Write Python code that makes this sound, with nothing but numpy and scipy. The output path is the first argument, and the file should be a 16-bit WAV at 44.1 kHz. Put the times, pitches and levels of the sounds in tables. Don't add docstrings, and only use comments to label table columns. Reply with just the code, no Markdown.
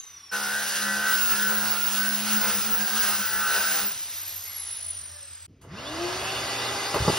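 import sys
import numpy as np
from scipy import signal
from scipy.fft import rfft, irfft, next_fast_len
from scipy.io import wavfile
from scipy.ndimage import uniform_filter1d, minimum_filter1d

SR = 44100
rng = np.random.default_rng(int(sys.argv[2]) if len(sys.argv) > 2 else 0)


def log_audio(samples):
    frames = np.atleast_2d(samples).T
    limited = np.clip(frames, -1, 1)
    pcm = np.round(limited * 32767).astype(np.int16)
    wavfile.write(sys.argv[1], SR, pcm)


def attenuation_scalar(level_db):
    decades = np.asarray(level_db, float) / 20
    return 10 ** decades


N = 316638
TIME = np.arange(N) / SR
CUT_S = 5.466
TOUCH_S, LIFT_S = 0.3112, 3.837


def sander():
    return gate(-1, CUT_S, fade=0.0028) * (motor_noise() + gate(0.309, 3.98, fade=0.0013) * pad_on_hull())


# t/s, whine level/dB
FACING = [(0, -39.5), (.12, -50.5), (.31, -47.5), (.32, -66), (.42, -60), (.46, -49), (.8, -41), (.84, -36),
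          (.95, -56), (1.04, -44), (1.08, -28), (1.2, -25), (1.32, -23), (1.36, -30), (1.5, -27),
          (2.17, -27), (2.25, -38), (2.36, -27.5), (3.85, -28.5), (4.07, -37), (4.36, -36), (4.5, -41),
          (4.63, -39), (4.68, -32.5), (4.72, -36), (4.84, -37), (4.89, -29.5), (4.93, -35.5), (5.03, -41),
          (5.2, -43), (5.46, -46)]
# share of whine pitch, level/dB
SIDE_TONES = [(.614, -1), (1.22, -21), (1.998, -7)]
# share of whine pitch, level/dB, phase drift/rad
SHAFT_TONES = [(0.0663, -7, 1.4), (0.2016, -6, 2.6), (.325, -14, 2.2)]
# whine f/Hz, width/Hz, level/dB
SHAKES = [(10900, 500, 8), (9930, 600, 9), (8730, 400, 16)]
# f/Hz, level/dB per Hz
GEARS = [(40, -20), (90, -29), (300, -13), (800, -7), (2200, -3), (3500, -1.5), (5000, 1), (7500, 2),
         (10000, -1), (12000, -7), (15500, -8)]
# f/Hz, width/Hz, level/dB
CASE = [(2080, 150, 0), (2270, 160, 0)]
# t/s, half length/s, level over the rattle/dB
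CASE_BUZZ = [
    (.04, .02, -9),
    (.1, .025, -8),
    (.19, .02, -8),
    (4.51, 0.05, -10),
    (4.62, .05, -18),
    (4.71, .03, -15),
    (4.83, .05, -18),
]
TEETH = 200
RUN_OUT = .6


def motor_noise():
    whine_hz, rattle_db = motor()
    whine_db, = curves(FACING)
    turns = np.cumsum(whine_hz) / SR
    whine = attenuation_scalar(whine_db - 1) * tone(turns, drift=.9, flutter_db=3.6, rate=65)
    unloaded = 1 - gate(0.3, 3.92, fade=.06)
    whine *= 1 + RUN_OUT * unloaded * np.cos(2 * np.pi * turns / TEETH + 1.3 * wobble(16)[0])

    fan = sum(attenuation_scalar(db) * (share * whine_hz < SR / 2) * tone(share * turns, drift=1.4, flutter_db=2.5, rate=40)
              for share, db in SIDE_TONES)
    passing = np.where(whine_hz > 7000, (whine_hz - 7500) / 900, (whine_hz - 5750) / 900)
    fan_db = -63 + 6 * (whine_hz < 9800) * np.clip(passing, -1, 1)

    shaft_db = -72 + np.max([db * hump(whine_hz, hz, wide) for hz, wide, db in SHAKES], axis=0)
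    shaft = sum(attenuation_scalar(db) * tone(share * turns, drift, flutter_db=3.5, rate=30)
                for share, db, drift in SHAFT_TONES)

    rattle = 1.47 * rush(GEARS, patchy_db=1.0) * attenuation_scalar(0.38 * wobble(30)[0])
    buzz = unit(filtered(rattle, modes(CASE)))
    rattle += bells([(s, wide, attenuation_scalar(db)) for s, wide, db in CASE_BUZZ]) * buzz
    in_air = 1 - gate(0.27, 3.92, fade=0.078)
    return whine + in_air * (attenuation_scalar(rattle_db) * rattle + attenuation_scalar(fan_db) * fan + attenuation_scalar(shaft_db) * shaft)


# t/s, whine f/Hz
POWERED = [(.318, 15745), (.95, 15745), (1.1, 15735), (1.4, 15600), (1.6, 15670), (2.16, 15710),
           (2.56, 15560), (2.88, 15710), (3.2, 15540), (3.5, 15605), (3.74, 15420), (3.84, 15400),
           (3.88, 15150)]
# start t/s, whine f/Hz, speed loss per s, gear rattle level/dB
COASTS = [
    (0, 6347, .51, -56.5),
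    (3.88, 15170, .427, -40),
]
RATTLE_GROWS = 2.92
SWING_S, SWING_WIDE_S, SWING_DB = 4.754, 0.35, 5


def motor():
    hz, = curves(POWERED)
    rattle_db = SWING_DB * hump(TIME, SWING_S, SWING_WIDE_S)
    for start, start_hz, loss, db in COASTS:
        now = (TIME >= start - .06) & ((TIME < POWERED[0][0]) | (start > TOUCH_S))
        speed = np.exp(-loss * np.clip(TIME - start, 0, None))
        hz = np.where(now & (TIME >= start), start_hz * speed, hz)
        rattle_db = rattle_db + now * (db + RATTLE_GROWS * level(speed))
    return hz, np.where(rattle_db > -20, -60, rattle_db)


# t/s, turns f/Hz
DISC = [(.4, 68.9), (.58, 69.5), (.75, 68.8), (1.0, 69.4), (1.3, 68.2), (1.5, 68.5), (1.6, 69.5),
        (1.9, 68.2), (2.0, 68.9), (2.5, 68.7), (2.7, 67.2), (2.8, 69.1), (3.1, 69.6), (3.3, 67.4),
        (3.4, 68.6), (3.7, 67.1), (3.84, 67.4)]
# f/Hz, width/Hz, level/dB
PANEL = [(1243, 34, -2.5), (1348.3, 31, 5)]
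# f/Hz, width/Hz, level/dB
HULL = [(1504, 57, 4), (1647, 69, -5), (1693, 37, -1), (1960, 41, -6)]
# f/Hz, level/dB
DRUM = [(40, -37), (70, -20), (140, -8.5), (280, -13), (420, 4), (630, 2.5), (830, 5.5), (1050, 4.5),
        (1400, -16), (2500, 10.5), (3500, -60)]
# f/Hz, level/dB per Hz
GRIT = [(40, -47), (90, -21), (300, -12), (800, -7.5), (1500, 3), (2350, -4.5), (2750, 2.5), (3200, -2),
        (4400, -0.5), (4800, 1.5), (5250, 0.5), (6300, 0), (8000, 1), (10200, -1), (12000, -5.5),
        (15500, -1)]
# t/s, pitch from low 0 to high 1
BAY = [(.33, 0.5), (.4, 0.11), (.59, 0.68), (.72, 0.68), (.87, 0.43), (1.05, 0.57), (1.25, 0.27),
       (1.5, 0.46), (1.7, 0.8), (1.8, .1), (2.0, 0.54), (2.2, 0.49), (2.36, 0.55), (2.48, 0.15),
       (2.7, 0.43), (2.82, 0.79), (3.15, 0.6), (3.36, 0.5), (3.8, 0.55)]
# t/s, half length/s, f gained/Hz
SKIPS = [
    (2.33, .05, 8),
    (2.68, .04, 14),
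    (2.97, .04, 6),
]
SLIP_HZ = .25
BAY_REACH = .05


def pad_on_hull():
    (ring_db, panel_db, grit_db, drum_db, throb_db), scraping = contact()
    disc = np.cumsum(curves(DISC)[0] + SLIP_HZ * wobble(12)[0]) / SR
    once_a_turn = np.cos(2 * np.pi * disc)
    scrape = rng.standard_normal(N) * (1 + 0.12 * once_a_turn)
    shove = beat(disc) + 1.6 * scraping * scrape
    shove /= np.sqrt(1 + 0.49 * scraping ** 2)

    def sharp(response):
        return response * np.abs(response) ** .5

    panel = unit(filtered(shove, lambda f: sharp(modes(PANEL)(f))))
    drum = unit(filtered(shove, lambda f: attenuation_scalar(along(DRUM, f))))
    span, = curves(BAY)
    ring = np.zeros(N)
    for k in (-1, 0, 1):
        tuned = unit(filtered(shove, lambda f: sharp(modes(HULL)(f / (1 + k * BAY_REACH)))))
        share = np.clip(1 - np.abs(2 * np.clip(span, 0, 1) - (k + 1)), 0, 1)
        ring += np.sqrt(share) * tuned

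    grit = rush(GRIT, patchy_db=0.96) * (1 + 0.066 * once_a_turn) * attenuation_scalar(0.89 * wobble(34.99)[0])
    throb = tone(3 * disc + np.cumsum(bells(SKIPS)) / SR, drift=.7, flutter_db=1.1, rate=14)
    throb += attenuation_scalar(-20) * gate(.75, 2.2, fade=.1) * tone(5 * disc, drift=.8, flutter_db=4, rate=9)
    throb += attenuation_scalar(-23) * tone(4 * disc, drift=0.55, flutter_db=3.5, rate=8.01)
    throb += attenuation_scalar(-24) * tone(2 * disc, drift=.6, flutter_db=3, rate=8.3)
    skin = attenuation_scalar(ring_db - 2.5) * ring + attenuation_scalar(panel_db) * panel + attenuation_scalar(drum_db + 0.5) * drum
    return skin + attenuation_scalar(grit_db + 7.0) * grit + attenuation_scalar(throb_db) * throb


# t/s, half length/s, level/dB
PUSHES = [
    (0.738, 0.086, 2.5),
    (1.157, 0.049, 3.5),
    (1.31, 0.056, 2.5),
    (1.675, 0.041, 2),
    (1.968, 0.11, 1),
    (2.321, 0.033, 4.5),
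    (2.516, 0.053, 3),
    (3.064, 0.094, 4.5),
    (3.55, 0.048, 3),
    (3.72, 0.06, 4.5),
]
# t/s, half length/s, ring level/dB
SWEEPS = [(0.316, 0.0099, -34), (0.35, 0.027, -31.5), (0.54, 0.08, -28.5), (0.86, 0.079, -28.5),
          (1.063, 0.089, -27.5), (1.433, 0.1, -28.5), (1.62, 0.06, -34), (2.01, .025, -32.5),
          (2.077, 0.04, -30.5), (2.376, 0.043, -31.5), (2.474, 0.025, -35.5), (2.73, 0.033, -42),
          (2.836, .04, -36.5), (2.927, 0.047, -45), (3.068, 0.061, -31.5), (3.25, 0.036, -44),
          (3.41, 0.1, -31.5), (3.547, 0.043, -29.5), (3.688, 0.063, -29.5)]
# t/s, half length/s, level/dB
FLEXES = [(0.384, .05, -35), (0.847, 0.13, -42), (1.095, 0.043, -33), (1.32, 0.037, -35),
          (1.533, 0.034, -40), (1.642, 0.023, -34), (1.777, 0.032, -35), (1.998, 0.05, -40),
          (2.31, 0.043, -34), (2.5, 0.03, -32), (2.723, 0.022, -44), (2.947, 0.045, -42), (3.1, 0.037, -37),
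          (3.217, 0.021, -38), (3.407, 0.05, -44), (3.576, 0.088, -35.5), (3.8, 0.037, -39.5)]
# t/s, half length/s, level/dB
LURCHES = [(.45, 0.12, -46), (0.94, 0.054, -44), (1.077, 0.027, -48), (1.34, 0.049, -45),
           (1.527, 0.013, -44), (1.67, 0.047, -45.5), (2.276, 0.049, -51), (2.463, 0.047, -40),
           (2.743, 0.036, -47), (2.96, 0.036, -48.5), (3.1, 0.035, -49), (3.585, 0.05, -45),
           (3.74, .05, -58)]
# t/s, half length/s, level/dB
TILTS = [(0.397, 0.13, -53), (.9, 0.075, -43), (1.097, 0.099, -50), (1.506, 0.11, -41), (1.7, 0.11, -51),
         (2.086, 0.11, -40.5), (2.253, 0.045, -40.5), (2.362, 0.038, -34), (2.485, 0.016, -37),
         (2.574, 0.019, -37.5), (2.693, 0.026, -38.5), (2.817, .026, -37.5), (2.954, .027, -41.5),
         (3.093, 0.046, -50), (3.204, 0.014, -40.5), (3.394, 0.04, -53), (3.596, 0.013, -50),
         (3.71, 0.015, -52), (3.86, .03, -46)]
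# t/s, half length/s, added scraping
STUTTERS = [
    (1.84, .05, .6),
    (2.29, .05, 1.0),
    (2.63, .05, .6),
    (3.0, .04, .4),
    (3.65, .08, .9),
]
BITE_S, LIFT_DB_PER_S = 0.023, 117
RING_REST_DB, PANEL_DB, DRUM_DB = -43.5, -46.5, -44.5
GRIT_DB, THROB_REST_DB = -36.5, -54.5
SCRAPE, SCRAPE_PER_DB, SCRAPE_PER_S = .36, -.04, .11


def contact():
    push_db = bells(PUSHES)
    touch_db = level(np.clip((TIME - TOUCH_S) / BITE_S, 0, 1))
    touch_db -= LIFT_DB_PER_S * np.clip(TIME - LIFT_S, 0, None)
    jolts = wobble(16, count=4)
    ring_db = swells(RING_REST_DB, SWEEPS) + 1.45 * jolts[0]
    panel_db = swells(PANEL_DB, FLEXES) + 2.3 * jolts[1]
    drum_db = swells(DRUM_DB, LURCHES) + 1.9 * jolts[2]
    throb_db = swells(THROB_REST_DB, TILTS) + .5 * jolts[3]
    levels = np.array([ring_db, panel_db, GRIT_DB + push_db, drum_db, throb_db]) + touch_db
    scraping = SCRAPE + SCRAPE_PER_DB * push_db + SCRAPE_PER_S * TIME + bells(STUTTERS)
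    return levels, np.clip(scraping, .1, 3)


def beat(disc, count=31, step=6):
    order = np.arange(1, count + 1)[:, None]
    phases = 2 * np.pi * (order * disc[::step] + rng.random((count, 1)))
    orders = attenuation_scalar(4.2 * wobble(9, count, step)) * np.cos(phases + 1.0 * wobble(7, count, step))
    return unit(signal.resample_poly(orders.sum(0), step, 1)[:N])


# f/Hz, width/Hz, level/dB
CANISTER = [(181, 21, 8.5), (350, 9.3, 16), (319, 6.7, 10)]
# shaft order, level against the air/dB, growth with speed
BLADES = [(3, -14, 0), (5, -10, 18), (7, -14, 2), (9, -8, .3), (12, -8, -.8), (18, -18, -1)]
# f/Hz, width/Hz, level/dB
DUCTS = [(1150, 120, -4), (1930, 220, 3), (2820, 170, 3), (3230, 120, 0), (3500, 190, 2), (4350, 200, 0),
         (4720, 160, 2)]
# full-speed level/dB, growth with speed, level gained at the floor/dB
FLOW = [
    (-33.5, 2.6, 3.5),
    (-34.5, 2.05, 1.5),
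    (-45, 3.9, 5.5),
]
# f/Hz, level/dB per Hz
AIR = [(900, -34), (1800, -2), (2600, 4), (3500, -1), (4600, 0.5), (5800, -2), (7000, -3.5), (9000, -52)]
# f/Hz, level/dB per Hz
ROAR = [(30, -30), (70, -14), (140, -19), (260, -0.5), (500, 2.5), (1100, 2), (1700, 1), (3000, -36)]
# f/Hz, level/dB per Hz
NOZZLE = [(4500, -37), (6500, 6.5), (8500, 5.5), (10500, -0.5), (13000, -6.5), (15500, -4.5)]
# f/Hz, width/Hz, level/dB
HOSE = [(790, 39, -33), (1059, 11, 7), (1670, 21, -37), (2044, 6.4, 15), (2450, 49, -9), (2905, 25, 2),
        (3640, 48, 0.5), (4440, 36, 2), (4710, 50, 1), (5340, 22, 5)]
SHAFT_HZ = 399
FLOOR_S, CLOSING_S = 7.0, 0.14
UNBALANCE_DB, SECOND_DB, SECOND_GROWS = -46.5, -44, 1.2
HUM_DB, HUM_GROWS = -46, 3.4


def vacuum():
    speed_db = level(spin())
    shaft_hz = SHAFT_HZ * attenuation_scalar(speed_db)
    turns = np.cumsum(shaft_hz) / SR
    closed = np.clip((TIME - FLOOR_S) / CLOSING_S, 0, 1)
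    air_db, roar_db, hiss_db = [db + grows * speed_db + gain_db * closed for db, grows, gain_db in FLOW]

    first_db = UNBALANCE_DB + 0.2 * speed_db
    first_db += sum(db * hump(shaft_hz, hz, wide) for hz, wide, db in CANISTER)
    second_db = SECOND_DB + SECOND_GROWS * speed_db
    lines = attenuation_scalar(first_db) * tone(turns, 0.36, 2.5, 21.0) + attenuation_scalar(second_db) * tone(2 * turns, 1.0, 2.9, 22)

    blades = sum(attenuation_scalar(db + grows * speed_db) * tone(k * turns, drift=1.5, flutter_db=4.5, rate=32)
                 for k, db, grows in BLADES)
    blades *= attenuation_scalar(air_db - 8.5 + 6 * np.exp(-np.abs(TIME - 5.75) / .25))
    blades = filtered(gate(5.66, 9, fade=0.034) * blades, lambda f: 0.12 + np.abs(modes(DUCTS)(f)))

    spark = attenuation_scalar(-57 - 60 * np.clip(TIME - 5.63, 0, 9) / 0.24)
    flow = (attenuation_scalar(air_db) + attenuation_scalar(-3.5) * spark) * rush(AIR, patchy_db=1.5)
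    flow += (attenuation_scalar(roar_db + 3.0) + attenuation_scalar(0.5) * spark) * rush(ROAR, patchy_db=1.0)
    flow = filtered(flow, lambda f: 0.69 + 0.82 * np.abs(modes(HOSE)(f)))
    hiss = (attenuation_scalar(hiss_db + 6.5) + spark) * rush(NOZZLE, patchy_db=.7)
    hum = attenuation_scalar(HUM_DB + HUM_GROWS * speed_db) * tone(120 * TIME, drift=0.35, flutter_db=4.0, rate=7.5)
    running = gate(5.612, 9, fade=0.0032)
    return gate(5.66, 9, fade=0.014) * lines + running * (flow + blades + hum + hiss)


SWITCH_S, SPIN_UP_S, SPIN_SHAPE = 5.635, .176, .87


def spin():
    return 1 - np.exp(-(np.clip(TIME - SWITCH_S, 0, None) / SPIN_UP_S) ** SPIN_SHAPE)


# t/s, level/dB, chatter/s, dullness 0-1, hardness 0-1
BUMPS = [(5.639, -46, .05, 0, 0), (6.941, -15, 0.014, 0, 0.62), (6.957, -17.5, 0.022, 0.15, 0.5),
         (7.003, -18, .008, 0.72, 0.3), (7.02, -16, 0.0072, 0.7, 0.2), (7.049, -22, .02, 0.6, 0.2),
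         (7.066, -23, .008, 0.03, 0.27), (7.074, -17.5, 0.0046, 0.16, 0.1), (7.079, -15, 0.014, 0.22, 0),
         (7.093, -18.5, .016, 0.2, 0), (7.125, -25, 0.016, 0.26, 0)]
# f/Hz, width/Hz, level/dB
WAND = [(163, 69, 0.5), (417, 84, 5), (657, 69, -2.5), (846, 27, 0.5), (1110, 180, -6), (1380, 82, -17)]


def wand():
    chatter, push = np.zeros(N + SR), np.zeros(N + SR)
    t = np.arange(4000) / SR
    thud = np.sin(2 * np.pi * 85 * t) * attenuation_scalar(-60 * t / 0.057) * (1 - np.exp(-t / 0.0033))
    for s, db, length, dull, hard in BUMPS:
        struck = (rng.random(4000) < 700 / SR) * (t < length)
        blows = rng.choice([-1, 1], 4000) * struck * (1 - 0.43 * t / length)
        blows[0] = 0.55
        blows = (1 - hard) * blows + 11 * hard * np.diff(blows, prepend=0)
        at = round(s * SR)
        chatter[at:at + 4000] += (1 - dull) * attenuation_scalar(db + 31.5) * blows
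        push[at:at + 4000] -= dull * attenuation_scalar(db + 8.5) * thud
    return filtered(chatter[:N], modes(WAND)) + push[:N]


# from t/s, rumble level/dB, hush level/dB
YARD_SHOTS = [
    (0, -69.5, -56.5),
    (0.321, -60.5, -54.5),
    (4.0, -66.5, -54.5),
    (4.96, -61, -55.5),
    (5.1, -69, -55),
    (5.465, -67.5, -100),
    (5.48, -52.5, -72.5),
    (5.529, -53.5, -71),
]
# f/Hz, level/dB per Hz
RUMBLE = [(20, -33), (45, -6.5), (80, 0.5), (140, -7.5), (300, -11.5), (600, -23.5), (1200, -53)]
# f/Hz, level/dB per Hz
HUSH = [(150, -34), (400, -18.5), (1100, 0.5), (2100, 1.5), (3200, -1.5), (7000, -5.5), (15500, -40)]
ENGINE_S, ENGINE_PASS_S, ENGINE_HZ, ENGINE_FALL_HZ_PER_S = 4.9, 0.49, 86, 1.5
ENGINE_DB, ENGINE_FAR_DB = -56, -71
MURMUR_HZ, MURMUR_DB = 1120, -67.5
SHUDDER_DB = -54.5


def yard():
    engine_hz = ENGINE_HZ - ENGINE_FALL_HZ_PER_S * np.clip(TIME - ENGINE_S, -1, 1)
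    firings = np.cumsum(engine_hz) / SR
    near = attenuation_scalar(ENGINE_FAR_DB) + attenuation_scalar(ENGINE_DB) * hump(TIME, ENGINE_S, ENGINE_PASS_S)
    far = near * tone(firings, drift=0.56, flutter_db=3.5, rate=25)
    far += attenuation_scalar(MURMUR_DB) * gate(-1, TOUCH_S) * tone(MURMUR_HZ * TIME, 1.8, 3.5, 41)
    far += attenuation_scalar(-76) * hump(TIME, 5.12, 0.17) * tone(1.7 * firings, 1.1, 4.9, 12)

    starts, rumble_db, hush_db = np.transpose(YARD_SHOTS)
    shot = np.searchsorted(starts, TIME, "right").clip(1) - 1
    rumble, hush = uniform_filter1d(attenuation_scalar([rumble_db, hush_db])[:, shot], size=200)
    rumble = rumble + attenuation_scalar(SHUDDER_DB) * spin() ** .6
    noise = rumble * rush(RUMBLE, patchy_db=2.2) + hush * rush(HUSH, patchy_db=1.5)
    return gate(-1, CUT_S) * far + noise


def unit(x):
    return x / np.sqrt(np.mean(x ** 2) + 1e-20)


def level(gain):
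    return 20 * np.log10(np.abs(gain) + 1e-6)


def along(points, hz):
    f, v = np.transpose(points)
    return np.interp(np.log(hz + 1), np.log(f + 1), v)


def curves(rows):
    s, *cols = np.transpose(rows)
    return [np.interp(TIME, s, c) for c in cols]


def gate(start, stop, fade=0.0069):
    return np.clip((TIME - start) / fade, 0, 1) * np.clip((stop - TIME) / fade, 0, 1)


def hump(x, centre, wide):
    return np.exp(-.5 * ((x - centre) / wide) ** 2)


def bells(events):
    coarse = TIME[::64]
    return np.interp(TIME, coarse, sum(height * hump(coarse, s, wide) for s, wide, height in events))


def swells(rest_db, events):
    return level(attenuation_scalar(rest_db) + bells([(s, wide, attenuation_scalar(db)) for s, wide, db in events]))


def wobble(rate, count=1, step=1):
    knots = rng.standard_normal((count, 400))
    return np.array([np.interp(TIME[::step] * rate, np.arange(400), row) for row in knots])


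def filtered(x, response):
    m = next_fast_len(N + 8192)
    return irfft(rfft(x, m) * response(np.fft.rfftfreq(m, 1 / SR)), m)[..., :N]


def modes(table):
    def response(f):
        return sum((-1) ** k * attenuation_scalar(db) * 1j * f * w / (c * c - f * f + 1j * f * w)
                   for k, (c, w, db) in enumerate(table))
    return response


def rush(spectrum, patchy_db):
    z = signal.stft(rng.standard_normal(N), nperseg=512)[2]
    field = uniform_filter1d(uniform_filter1d(rng.standard_normal(z.shape), 8, 0), 10, 1)
    noise = signal.istft(z * attenuation_scalar(patchy_db * unit(field)), nperseg=512)[1][:N]
    return unit(filtered(noise, lambda hz: attenuation_scalar(along(spectrum, hz))))


def tone(turns, drift, flutter_db, rate):
    slip, swell = wobble(rate, count=2)
    return np.sqrt(2) * attenuation_scalar(flutter_db * swell) * np.sin(2 * np.pi * turns + drift * slip)


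# f/Hz, left lead/rad
PORTS = [(150, 0), (700, .1), (1700, 0), (2300, .2), (2760, .8), (3500, .5), (4300, .75), (5170, .1),
         (5900, 1.05), (6900, 2.6), (7550, 3.14), (8300, 3.7), (9500, 4.85), (11000, 6.28), (14100, 9.42),
         (15700, 10.7)]
# f/Hz, left minus right level/dB
TILT = [(150, 0), (400, -1), (700, -1.6), (1200, 0)]
# f/Hz, level/dB
ECHO = [(100, -44), (250, -11), (600, -12), (1500, -18), (3000, -5.5), (6000, -8.5), (7600, -15.5),
        (10000, -10), (15500, -12.5)]


def scene():
    canister = vacuum()
    mono = sander() + canister + wand() + yard()
    sign = np.array([[.5], [-.5]])
    direct = filtered(mono, lambda f: attenuation_scalar(sign * along(TILT, f)) * np.exp(1j * sign * along(PORTS, f)))
    far = attenuation_scalar(4) * filtered(canister, lambda f: 1 / (1 + (f / 2300) ** 4) / (1 + (550 / (f + 1)) ** 4))
    tail = rng.standard_normal((2, 9000)) * attenuation_scalar(-60 * np.arange(9000) / SR / 0.2)
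    echoes = signal.oaconvolve((mono + far)[None], tail / np.linalg.norm(tail[0]), axes=1)[:, :N]
    echoes *= 1 - gate(CUT_S - .003, 5.61, fade=.003)
    return direct + filtered(echoes, lambda f: attenuation_scalar(along(ECHO, f)))


# f/Hz, level under the stronger/dB
STARVE = [(100, -30), (800, -25), (1300, -21), (2000, -13), (3500, -13), (5000, -7), (7300, -5), (7900, -4),
          (8450, -9), (11000, -6), (13500, -6.5), (15000, -5), (15500, -12)]
THIN_HZ, THIN_DB, TONE_OVER_BAND = 10600, -26, 11


def thinned(x, loud_db=-44.5, waver_db=1.8, frame_db=2.2):
    lead = 772
    pair = np.pad([x[0] + x[1], x[0] - x[1]], ((0, 0), (lead, 0)))
    hz, _, z = signal.stft(pair, SR, window="cosine", nperseg=2048)
    edges = np.r_[0:224:16, 224:1024:32]
    band_hz = hz[edges, None]
    bins = np.abs(z) ** 2
    power = np.add.reduceat(bins, edges, axis=1)
    spare_db = waver_db * rng.standard_normal(power.shape[1:])
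    spare_db = spare_db + frame_db * (band_hz > 12500) * rng.standard_normal(power.shape[2])

    threshold_db = along(STARVE, hz[edges + 12])[:, None] + spare_db
    keep = (power > power[::-1] * attenuation_scalar(2 * threshold_db)) | (power > attenuation_scalar(2 * loud_db))
    tonal = 32 * np.maximum.reduceat(bins, edges, axis=1) > TONE_OVER_BAND * power
    keep |= tonal & (np.abs(band_hz - 10500) < 3400)

    def wide(a):
        return np.repeat(a, np.diff(np.r_[edges, 1025]), axis=-2)

    tone_power = -minimum_filter1d(-bins, size=160, axis=1, origin=40)
    mask_db = THIN_DB - 8 * (hz[:, None] < 14300) + wide(spare_db)
    audible = uniform_filter1d(bins, size=9, axis=1) > tone_power * attenuation_scalar(2 * mask_db)
    keep = wide(keep) & ((hz[:, None] < THIN_HZ) | audible)
    total, difference = signal.istft(z * keep, SR, window="cosine", nperseg=2048)[1][:, lead:N + lead]
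    return np.array([total + difference, total - difference]) / 2


def low_pass(x):
    return signal.sosfilt(signal.butter(12, 17160, fs=SR, output="sos"), x)


def record(dry):
    band = filtered(dry, lambda hz: 1 / (1 + (hz / 15790) ** 600) / (1 + (42 / (hz + 1)) ** 4))
    mix = thinned(band)
    return low_pass(mix)


dry = scene()
out = record(dry)
log_audio(out)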